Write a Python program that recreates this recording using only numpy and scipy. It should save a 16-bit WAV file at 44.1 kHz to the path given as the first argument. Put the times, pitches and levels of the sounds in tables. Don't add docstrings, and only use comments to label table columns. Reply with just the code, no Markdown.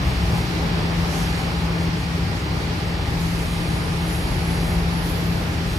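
import sys
import numpy as np
from scipy import signal
from scipy.fft import rfft, irfft, next_fast_len
from scipy.io import wavfile
from scipy.ndimage import uniform_filter1d, map_coordinates

SR = 44100
rng = np.random.default_rng(int(sys.argv[2]) if len(sys.argv) > 2 else 0)


def unload_audio(sound):
    columns = np.transpose(np.atleast_2d(sound))
    steps = np.round(np.clip(columns, -1, 1) * 32767)
    wavfile.write(sys.argv[1], SR, steps.astype(np.int16))


def volts_from_decibels(level):
    exponent = np.asarray(level, float) / 20
    return 10 ** exponent


N = 254898

# freq_hz, density_db
BOUNCE_SPECTRUM = [(15, -40), (25, -16), (32, -11.5), (42, 0.5), (55, 3), (68, 5), (85, 2.5), (105, -3),
                   (130, -48.5)]
# freq_hz, density_db
BOOM_SPECTRUM = [(70, -26), (95, 7.5), (125, 14), (150, 9.5), (190, 1), (230, -41)]
# freq_hz, density_db
ROAR_SPECTRUM = [(110, -32), (180, -4.5), (195, -12), (259, -11), (426, -14.5), (565, -20), (681, -19.5),
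                 (725, -22.5), (792, -18), (946, -21.5), (1070, -23), (1150, -29.5), (1500, -31.5),
                 (1950, -43), (3300, -120)]
# freq_hz, density_db
RUSH_SPECTRUM = [(700, -25), (1200, -2), (1550, -5), (1700, -3), (2330, -2.5), (2800, -5), (3900, -8.5),
                 (4700, -8), (5600, -10.5), (6800, -24), (8500, -29), (10000, -120)]
# freq_hz, left_right_likeness
PORT_LIKENESS = [(60, .99), (180, 0.97), (250, 0.82), (450, 0.62), (530, 0.61), (800, 0.2), (1100, 0.007),
                 (1600, -0.31), (2300, 0.092), (4200, -0.064), (5800, 0.37), (8000, 0.17), (10000, .2),
                 (12000, 0.21), (15000, 0.22)]
# time_s, gain_db
WALL_GAIN = [(0, 1.04), (1.3, 1.65), (2.0, -0.4), (3.9, -0.13), (4.4, 0.3), (5.78, -0.3)]
# centre_s, level_db, half_length_s
TRACK_DIPS = [(.07, -25.5, .03), (.3, -25.5, .08), (.65, -30, .1), (1.0, -26, 0.046), (1.26, -28.5, 0.048),
              (1.62, -27, 0.047), (1.85, -23, 0.022), (2.25, -28.5, .06), (3.12, -29.5, 0.15),
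              (3.45, -28, 0.065), (3.9, -36, 0.2), (4.33, -28.5, 0.22), (4.75, -24.5, 0.12),
              (5.2, -32, 0.36), (5.7, -29.5, 0.11)]
# centre_s, level_db
RAIL_JOINTS = [(.03, -25.5), (.35, -22), (.8, -29), (1.0, -31), (1.4, -40), (1.64, -33), (1.85, -34),
               (2.1, -37), (2.54, -28), (3.11, -28), (3.69, -25.5), (4.33, -28), (4.57, -40), (5.2, -41),
               (5.5, -34), (5.76, -31)]
# centre_s, depth_db
FAN_FADES = [(.09, 13.5), (.46, 9), (.71, 2.5), (1.17, 2.5), (1.43, 4), (2.05, 3), (2.42, 14), (2.6, 4.5),
             (2.75, 2.5), (2.9, 3.5), (3.05, 11.5), (3.52, 3.5), (3.86, 5), (4.29, 6), (5.49, 7),
             (5.78, 18)]
# time_s, main_order_db
MOTOR_LOAD = [(0, -50), (.25, -45), (.5, -45.5), (1.0, -45.5), (1.4, -41.5), (1.7, -53), (2.5, -55),
              (3.2, -46), (3.45, -55), (4.1, -57), (4.3, -44), (4.78, -43), (4.95, -46), (5.4, -55),
              (5.78, -52)]
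# shaft_multiple, level_re_main_pair_db
WEAK_ORDERS = [(11, -11), (12, -12.5), (16, -2.5), (20, -9.5)]
# freq_hz, level_db
AUXILIARY_TONES = [(308.5, -45), (1195.5, -53.5)]
# time_s, scrape_db
FLANGE_PRESSURE = [(0, -57), (.1, -50.5), (.4, -53), (.5, -53.5), (.95, -53), (1.18, -48), (1.45, -50.5),
                   (1.7, -54), (3.19, -54.5), (3.22, -51.5), (3.6, -50), (3.98, -53), (4.15, -49.5),
                   (4.4, -52.5), (4.65, -49.5), (4.88, -55), (5.1, -53), (5.78, -52.5)]
# freq_hz, density_db
GRIT_SPECTRUM = [(4000, -50), (5500, 3), (6500, 7.5), (8000, 2), (10000, 2), (11500, -0.5), (12500, -20),
                 (13500, -120)]
# freq_hz, density_db
SIZZLE_SPECTRUM = [(8000, -40), (10000, -6), (11500, 0), (12500, -3.5), (13500, -8), (15000, -12.5),
                   (15700, -14), (16500, -120)]
# centre_s, level_db, half_length_s
FLANGE_BITES = [
    (.38, -55, .06),
    (4.05, -56, .1),
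    (4.62, -60, .1),
    (5.06, -51.5, 0.041),
    (5.2, -55, .1),
    (5.72, -56, 0.065),
]
# centre_s, level_db, half_length_s
CURVE_CONTACT = [
    (3.21, -54, .4),
]
# centre_s, half_length_s, level_db
LIGHT_BRUSHES = [
    (.36, .12, -55),
    (1.187, 0.093, -43),
]
# freq_hz, half_width_hz, level_db
BRUSH_RESONANCES = [(5750, 700, 5), (11150, 800, 0)]
# freq_hz, width_hz, skirt_db
RIM_MODES = [(9510, 150, -6), (11110, 140, -6), (12730, 170, -10), (14200, 200, -9)]
# centre_s, level_db, half_length_s
RIM_SQUEALS = [
    [(3.5, -51, .1), (3.75, -51.5, 0.24), (4.2, -55, 0.17), (4.52, -55, .1), (5.1, -62, .1)],
    [(3.45, -60, .1), (3.82, -52, 0.14), (4.17, -43.5, .1), (4.58, -46.5, 0.2), (5.05, -44.5, 0.11),
     (5.33, -52, .13)],
    [(4.18, -65, .12), (5.12, -49, .06), (5.3, -53, .12)],
    [(4.15, -63, .1), (4.75, -62, .1), (5.1, -55, 0.11)],
]
# freq_hz, left_minus_right_db
CASING_LEAN = [(60, 1.2), (220, 3), (370, -1.5), (650, 3.5), (1000, 0.5), (1250, 1), (2500, -0.5),
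               (4600, -6.5), (6600, 2), (8200, -5), (10000, -3), (15000, -3)]
# start_s, end_s
WIDE_SPELLS = [(0.0, .034), (.238, .306), (.448, .719), (.948, 1.178), (1.627, 1.694), (1.891, 1.964),
               (2.07, 2.421), (2.498, 2.854), (3.098, 3.325), (3.858, 3.995), (4.071, 4.14), (4.294, 4.478),
               (4.75, 5.48), (5.525, 5.668)]
# freq_hz, survival_chance
SIDE_SURVIVAL = [(4600, 1), (5100, .55), (5500, .25), (7200, .3), (8000, .75), (9000, .4), (10000, .15),
                 (12500, .06), (15000, .03)]


def unit(x):
    return x / np.sqrt(np.mean(x ** 2) + 1e-20)


def along(points, hz):
    f, v = np.transpose(points)
    return np.interp(np.log(hz + 1), np.log(f + 1), v)


def curve(rows):
    s, value = np.transpose(rows)
    return np.interp(np.arange(N) / SR, s, value, left=-120, right=-120)


def wobble(rate_hz):
    s = np.arange(0, N / SR + .002, .002)
    knots = rng.standard_normal(int(N * rate_hz / SR) + 4)
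    return np.interp(np.arange(N) / SR, s, map_coordinates(knots, [s * rate_hz]))


def swells(rows, rise=1, fall=1):
    t = np.arange(0, N / SR + .002, .002)
    power = 0
    for s, db, half_s in rows:
        reach_s = half_s * np.where(t < s, rise, fall)
        power = power + (volts_from_decibels(db) * np.exp(-((t - s) / reach_s) ** 2 / 2)) ** 2
    return np.interp(np.arange(N) / SR, t, np.sqrt(power))


def filtered(x, response):
    m = next_fast_len(N + SR // 4)
    return irfft(rfft(x, m) * response(np.fft.rfftfreq(m, 1 / SR)), m)[..., :N]


def diffuse(gain, patchy_db):
    z = signal.stft(rng.standard_normal((2, N)), nperseg=512)[2]
    field = uniform_filter1d(rng.standard_normal(z.shape[1:]), size=6, axis=0)
    field = uniform_filter1d(field, size=14, axis=1)
    pair = signal.istft(z * volts_from_decibels(patchy_db * unit(field)), nperseg=512)[1][:, :N]

    def mid_side_gain(hz):
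        likeness = np.clip(along(PORT_LIKENESS, hz), -.9, 1)
        return gain(hz) * [hz * 0 + 1, np.tan(np.arccos(likeness) / 2)]

    mid, side = filtered(pair, mid_side_gain)
    return np.array([mid + side, mid - side]) / np.std(mid)


def spectral(points, patchy_db):
    return diffuse(lambda hz: volts_from_decibels(along(points, hz)), patchy_db)


def evened(x, share):
    envelope = np.sqrt(np.abs(uniform_filter1d(np.mean(x, axis=0) ** 2, size=SR // 12)) + 1e-4)
    x = x / envelope ** np.clip(share, 0, 1)
    return x / np.std(np.mean(x, axis=0))


def tone(hz, drift_hz, flutter_db, spread_rad):
    phase = 2 * np.pi * np.cumsum(hz + drift_hz * wobble(5)) / SR + rng.uniform(0, 2 * np.pi)
    lead = spread_rad * wobble(1.0)
    return np.sqrt(2) * volts_from_decibels(flutter_db * wobble(6)) * np.sin([phase + lead, phase - lead])


def rolling():
    walls_db = curve(WALL_GAIN)
    heave = swells(TRACK_DIPS)
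    joint_rise_s, joint_fall_s = 0.033, 0.073
    drum = swells([(s, db, 1) for s, db in RAIL_JOINTS], joint_rise_s, joint_fall_s)
    bounce_gain = np.hypot(volts_from_decibels(-28.5), heave)
    boom_gain = np.hypot(volts_from_decibels(-31.5), drum)
    roar_gain = volts_from_decibels(-31 + 1.25 * walls_db + 0.63 * wobble(9)) + 0.034 * (heave + drum)
    rush_gain = volts_from_decibels(-36 + walls_db + 0.14 * wobble(8))
    bounce = bounce_gain * evened(spectral(BOUNCE_SPECTRUM, patchy_db=0.15), share=0.85)
    boom = boom_gain * evened(spectral(BOOM_SPECTRUM, patchy_db=0.18), share=0.39)
    roar = roar_gain * evened(spectral(ROAR_SPECTRUM, patchy_db=0.83), share=1.0)
    rush = rush_gain * evened(spectral(RUSH_SPECTRUM, patchy_db=0.6), share=0.33)
    bending_hz, long_dip_s, long_dip_db, half_length_s = 66.1, 0.18, -24, 0.1
    bending_gain = swells([(long_dip_s, long_dip_db, half_length_s)]) + volts_from_decibels(-11) * heave
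    bending = bending_gain * tone(bending_hz, drift_hz=2.99, flutter_db=2.0, spread_rad=.03)
    return bounce + boom + roar + rush + bending


def fan():
    blade_hz, level_db, fade_s = 167.85, -26, 0.063
    t = np.arange(N) / SR
    fade_db = sum(depth * np.exp(-((t - s) / fade_s) ** 2 / 2) for s, depth in FAN_FADES)
    return volts_from_decibels(level_db - fade_db) * tone(blade_hz, drift_hz=0.32, flutter_db=0.6, spread_rad=0.05)


def motor():
    mean_shaft_hz, slowing_hz_per_s = 54.68, 0.0591
    t = np.arange(N) / SR
    shaft_hz = mean_shaft_hz - slowing_hz_per_s * (t - t.mean())
    load_db = curve(MOTOR_LOAD)
    upper_db = -49.0 + 0.66 * (load_db - load_db.mean())
    main = 0
    for order, db in ((14, load_db), (15, upper_db)):
        main = main + volts_from_decibels(db - 1.5) * tone(order * shaft_hz, drift_hz=0.4, flutter_db=0.8, spread_rad=.2)
    weak = 0
    for order, db in WEAK_ORDERS:
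        weak = weak + volts_from_decibels(db) * tone(order * shaft_hz, drift_hz=1.583, flutter_db=3, spread_rad=0.49)
    return main + volts_from_decibels((load_db + upper_db) / 2) * weak


def auxiliaries():
    return sum(volts_from_decibels(db) * tone(hz, drift_hz=1.23, flutter_db=2.0, spread_rad=0.17)
               for hz, db in AUXILIARY_TONES)


def flange_scrape():
    scrape_db = curve(FLANGE_PRESSURE)
    swing_db = scrape_db - scrape_db.mean()
    bites = np.hypot(swells(FLANGE_BITES, rise=.4), swells(CURVE_CONTACT, rise=.03))
    grip_db = 1.5 * wobble(13) * volts_from_decibels(-.6 * swing_db)
    sizzle_db = -59 + 1.4 * swing_db + .6 * wobble(11) + grip_db
    grit_gain = np.hypot(volts_from_decibels(scrape_db + grip_db), 0.98 * bites)
    sizzle_gain = np.hypot(volts_from_decibels(sizzle_db), bites)
    grit = grit_gain * volts_from_decibels(3) * spectral(GRIT_SPECTRUM, patchy_db=0.0)
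    sizzle = sizzle_gain * volts_from_decibels(1.5) * spectral(SIZZLE_SPECTRUM, patchy_db=0.0)
    return grit + sizzle


def flange_brushes():
    t = np.arange(N) / SR

    def humps(hz):
        return sum(volts_from_decibels(db) / (1 + ((hz - centre) / half) ** 2) for centre, half, db in BRUSH_RESONANCES)

    gain = sum(volts_from_decibels(db) * np.exp(-((t - s) / half_s) ** 2 / 2) for s, half_s, db in LIGHT_BRUSHES)
    return gain * diffuse(humps, patchy_db=.6)


def flange_squeal():
    sound = 0
    for spells, (centre_hz, width_hz, skirt_db) in zip(RIM_SQUEALS, RIM_MODES):
        def mode(hz):
            peak = 1 / (1 + (2 * (hz - centre_hz) / width_hz) ** 2)
            shoulder = volts_from_decibels(skirt_db) / (1 + ((hz - centre_hz) / 450) ** 2)
            return peak + shoulder

        gain = swells(spells) * volts_from_decibels(1.2 * wobble(40) - 1.1)
        sound = sound + gain * evened(diffuse(mode, patchy_db=0.5), share=.3)
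    return sound


def scene():
    return rolling() + fan() + motor() + auxiliaries() + flange_scrape() + flange_brushes() + flange_squeal()


def casing(pair):
    return filtered(pair, lambda hz: volts_from_decibels(along(CASING_LEAN, hz) * [[.5], [-.5]]))


def thinned(pair):
    edge_hz, edge_swing_hz, thinning_hz, lapse_chance = 15350, 360, 3300, .1
    left, right = pair
    hz, t, z = signal.stft(np.array([left + right, left - right]) / 2, SR, nperseg=2048)
    edge = edge_hz + edge_swing_hz * wobble(30)[np.minimum(t * SR, N - 1).astype(int)]
    thinning = np.clip((hz[:, None] - edge + thinning_hz) / thinning_hz, 0, 1) ** 2
    chance = uniform_filter1d(rng.random(z.shape[1:]), size=3, axis=0)
    kept = (hz[:, None] < edge) & (chance > .56 * thinning)
    in_spell = sum((t >= start) & (t <= end) for start, end in WIDE_SPELLS)
    wide = in_spell * (rng.random(len(t)) > lapse_chance) > 0
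    luck = np.repeat(rng.random((65, len(t) // 2 + 1)), 16, axis=0)
    luck = np.repeat(luck, 2, axis=1)[:len(hz), :len(t)]
    side_kept = wide | (luck < along(SIDE_SURVIVAL, hz)[:, None])
    z = z * kept * [np.ones(kept.shape), side_kept]
    mid, side = signal.istft(z, SR, nperseg=2048)[1][:, :N]
    return np.array([mid + side, mid - side])


def top_cut(x):
    return signal.sosfilt(signal.butter(12, 15630, fs=SR, output="sos"), x)


def record(dry):
    mix = thinned(casing(dry))
    return top_cut(mix)


dry = scene()
out = record(dry)
unload_audio(out)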